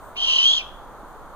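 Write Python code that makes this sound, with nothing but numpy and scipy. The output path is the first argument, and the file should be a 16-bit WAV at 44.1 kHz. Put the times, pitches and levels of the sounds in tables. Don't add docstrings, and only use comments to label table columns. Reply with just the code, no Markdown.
import sys
import numpy as np
from scipy import signal
from scipy.fft import rfft, irfft
from scipy.io import wavfile

SR = 44100
rng = np.random.default_rng(int(sys.argv[2]) if len(sys.argv) > 2 else 0)


def generate_wav(sig):
    pcm = np.round(np.clip(np.atleast_2d(sig).T, -1, 1) * 32767).astype(np.int16)
    wavfile.write(sys.argv[1], SR, pcm)


N = 59535
TIME = np.arange(N) / SR
LEFT_RIGHT = np.array([[1], [-1]])


# (time [s], pitch [Hz])
CALL_PITCH = [(.16, 2500), (.178, 3078), (.245, 3162), (.28, 3091), (.34, 3045), (.37, 3170), (.387, 2956),
              (.43, 3099), (.465, 3233), (.54, 3382), (.578, 3247), (.612, 2598)]
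# (time [s], level [dB])
CALL_EFFORT = [(.15, -64), (.168, -32.5), (.22, -24), (.28, -18), (.34, -17.5), (.46, -17.5), (.53, -19.5),
               (0.584, -22), (0.607, -31.5), (0.632, -50)]
# (time [s], level [dB])
WHISTLE_LEVEL = [(.17, -39.5), (.225, -27), (.33, -27.5), (0.378, -28.5), (0.386, -15.5), (.425, -19),
                 (.465, -15), (0.499, -14.5), (0.548, -24), (.583, -20.5), (.61, -43.5), (.635, -80)]

def screech():
    pitch, = in_time(CALL_PITCH)
    effort_db, = in_time(CALL_EFFORT)
    whistle_db, = in_time(WHISTLE_LEVEL)
    whistling = from_db(whistle_db) * (TIME > WHISTLE_LEVEL[0][0])
    breath = from_db(effort_db) * rasp(pitch, whistling / whistling.max()) + beak_hiss(effort_db)
    sounding = (TIME > CALL_EFFORT[0][0]) & (TIME < CALL_EFFORT[-1][0])
    return sounding * (breath + whistling * whistle(pitch))


# (time [s], level relative to the effort [dB])
OCTAVE_LEVEL = [(.17, -45.5), (.33, -23), (.45, -23.5), (.56, -21.5)]

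def rasp(pitch, whistle_share, below_hz=70, lost_to_whistle=.38, beak_hz=4130):
    octave_db, = in_time(OCTAVE_LEVEL)
    core = from_db(-1.5) * resonant_air(pitch - below_hz, width_hz=485)
    octave = from_db(octave_db) * resonant_air(2 * pitch, width_hz=480)
    beak = from_db(-19) * resonant_air(np.full(N, beak_hz), width_hz=150)
    return core * (1 - lost_to_whistle * whistle_share) + octave + beak


AIR_FLUTTER_HZ = 166.8

def whistle(pitch, jitter_hz=33.1, shimmer_db=1.25, octave_db=-27):
    phase = turning(pitch + jitter_hz * flutter(AIR_FLUTTER_HZ))
    tone = np.sin(phase) + from_db(octave_db) * np.sin(2 * phase)
    return rms_one(tone * from_db(shimmer_db * flutter(AIR_FLUTTER_HZ)))


# (frequency [Hz], relative density [dB])
HISS_SPECTRUM = [(1200, -27.5), (1900, -13), (2400, -8.5), (2700, 5.5), (3300, 12.5), (3490, -3.5),
                 (3680, 7), (3920, 1), (4300, -6.5), (4650, 0.5), (5250, 0), (5500, -7.5), (5950, 2),
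                 (6800, -14.5), (7800, -20), (9500, -28.5), (12000, -46), (15000, -36.5)]

def beak_hiss(effort_db, full_effort_db=-27, db_per_effort_db=.85):
    level_db = full_effort_db + db_per_effort_db * (effort_db - effort_db.max())
    return from_db(level_db) * coloured(HISS_SPECTRUM, likeness=.95)[0]


# (time [s], pitch [Hz], level [dB])
UNDERTONE_CURVE = [(.24, 927, -61), (.285, 1040, -43), (.37, 1060, -45.5), (.43, 1095, -46),
                   (.52, 1191, -63)]

def undertone(jitter_hz=26.7):
    pitch, level_db = in_time(UNDERTONE_CURVE)
    phase = turning(pitch + jitter_hz * flutter(AIR_FLUTTER_HZ))
    return from_db(level_db) * rms_one(np.sin(phase))


# (frequency [Hz], left lead [rad], left minus right [dB])
MIC_PORTS = [(1500, 0.5, -1), (2050, -2, -5), (2569, -2.5, -1.5), (3170, -4.5, 1.1), (3500, -4, -1),
             (3550, -4.5, 5.5), (4100, -5, -2.5), (4466, -5.5, -3), (5070, -2.5, -4), (5230, -2.5, -0.5),
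             (6160, -2.5, -4), (6310, -.5, -3.5), (7300, -0.6, 9), (8200, 4, 4.5), (10000, 7.5, 4.5)]

def beam_to_microphone(call, bounce_s=.005, bounce_db=-12):
    bounce = from_db(bounce_db) * np.interp(TIME - bounce_s, TIME, call, left=0)
    ports = np.array(MIC_PORTS)
    lead_rad = over_bins(ports[:, [0, 1]])
    balance_db = over_bins(ports[:, [0, 2]])
    half_each = LEFT_RIGHT / 2
    response = np.exp(1j * half_each * lead_rad) * from_db(half_each * balance_db)
    return irfft(rfft(call + bounce) * response, N)


# (delay [s], level before filtering [dB], time to fall 60 dB [s], low edge [Hz], high edge [Hz])
YARD_ECHOES = [(.004, -14.5, 0.4, 924, 7080), (0.061, -20.5, 0.52, 3310, 3847)]

def yard_echoes(call):
    echoes = np.zeros((2, N))
    for delay_s, level_db, t60_s, low_hz, high_hz in YARD_ECHOES:
        tail = rng.standard_normal((2, N)) * (TIME > delay_s) * from_db(-60 * TIME / t60_s)
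        band = signal.butter(2, [low_hz, high_hz], "band", fs=SR, output="sos")
        tail = signal.sosfilt(band, rms_one(tail) / np.sqrt(N))
        echoes += from_db(level_db) * signal.fftconvolve(tail, call[None], axes=1)[:, :N]
    return echoes


def handling_bump(at_s=1.0325, level_db=-32, pitch_hz=268, t60_s=.012):
    age = np.maximum(TIME - at_s, 0)
    return from_db(level_db - 60 * age / t60_s) * np.sin(2 * np.pi * pitch_hz * age)


# (peak time [s], Gaussian width [s], level [dB])
LEAF_SWELLS = [(0.057, 0.052, -56.5), (1.102, 0.029, -63)]
# (frequency [Hz], relative density [dB])
LEAF_SPECTRUM = [(3000, -47), (7000, -7.5), (8800, 0), (11000, -14), (15000, -2.5)]

def leaf_rustles():
    swells = sum(from_db(level_db) * np.exp(-.5 * ((TIME - peak_s) / width_s) ** 2)
                 for peak_s, width_s, level_db in LEAF_SWELLS)
    return swells * coloured(LEAF_SPECTRUM, likeness=.37)


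# (frequency [Hz], relative density [dB])
RUSH_SPECTRUM = [(100, -7.5), (200, -4.5), (400, -1), (700, 2), (1020, 4), (1350, -0.5), (1700, -10),
                 (2100, -18), (2700, -25), (3400, -21.5), (4300, -25.5), (5400, -33.5), (6500, -24.5),
                 (7800, -30), (9000, -26), (11000, -31.5), (15000, -28.5)]
# (frequency [Hz], left-right likeness [0 to 1])
RUSH_STEREO = [(100, 0.43), (300, .78), (700, .91), (1400, 1), (2500, 0), (5000, 0), (12000, 0)]

def distant_rush(level_db=-42.5):
    return from_db(level_db) * coloured(RUSH_SPECTRUM, over_bins(RUSH_STEREO))


# (frequency [Hz], relative density [dB])
WIND_SPECTRUM = [(15, -1.5), (28, -1.5), (44, 1.5), (64, -7), (90, -22), (125, -10), (170, -24), (400, -31),
                 (1000, -72)]

def microphone_wind(level_db=-47.5, lean_right_db=1.4):
    return from_db(level_db - lean_right_db * LEFT_RIGHT) * coloured(WIND_SPECTRUM, likeness=.52)


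def resonant_air(pitch, width_hz):
    phase = turning(pitch)
    in_phase = flutter(width_hz / 2, order=3)
    quadrature = flutter(width_hz / 2, order=3)
    return rms_one(in_phase * np.cos(phase) + quadrature * np.sin(phase))


def coloured(spectrum, likeness):
    mid, side = rfft(rng.standard_normal((2, N)))
    alike = np.clip(likeness, -1, 1)
    pair = np.sqrt(1 + alike) * mid + np.sqrt(1 - alike) * side * LEFT_RIGHT
    return rms_one(irfft(pair * from_db(over_bins(spectrum)), N))


def flutter(hz, order=2):
    lowpass = signal.butter(order, hz, fs=SR, output="sos")
    return rms_one(signal.sosfilt(lowpass, rng.standard_normal(N)))


def turning(hz):
    return 2 * np.pi * np.cumsum(hz) / SR


def in_time(rows):
    times, *columns = np.transpose(rows)
    return [np.interp(TIME, times, column) for column in columns]


def over_bins(points):
    hz, values = np.transpose(points)
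    bin_hz = np.arange(N // 2 + 1) * SR / N
    return np.interp(np.log(bin_hz + 1), np.log(hz), values)


def from_db(db):
    return 10 ** (np.asarray(db) / 20)


def rms_one(x):
    return x / np.sqrt(np.mean(np.abs(x) ** 2) + 1e-20)


def scene():
    call = screech() + undertone()
    owl = beam_to_microphone(call) + yard_echoes(call)
    return owl + distant_rush() + microphone_wind() + handling_bump() + leaf_rustles()


def record(dry, cutoff_hz=15400):
    return signal.sosfilt(signal.ellip(12, .1, 90, cutoff_hz, fs=SR, output="sos"), dry)


dry = scene()
out = record(dry)
generate_wav(out)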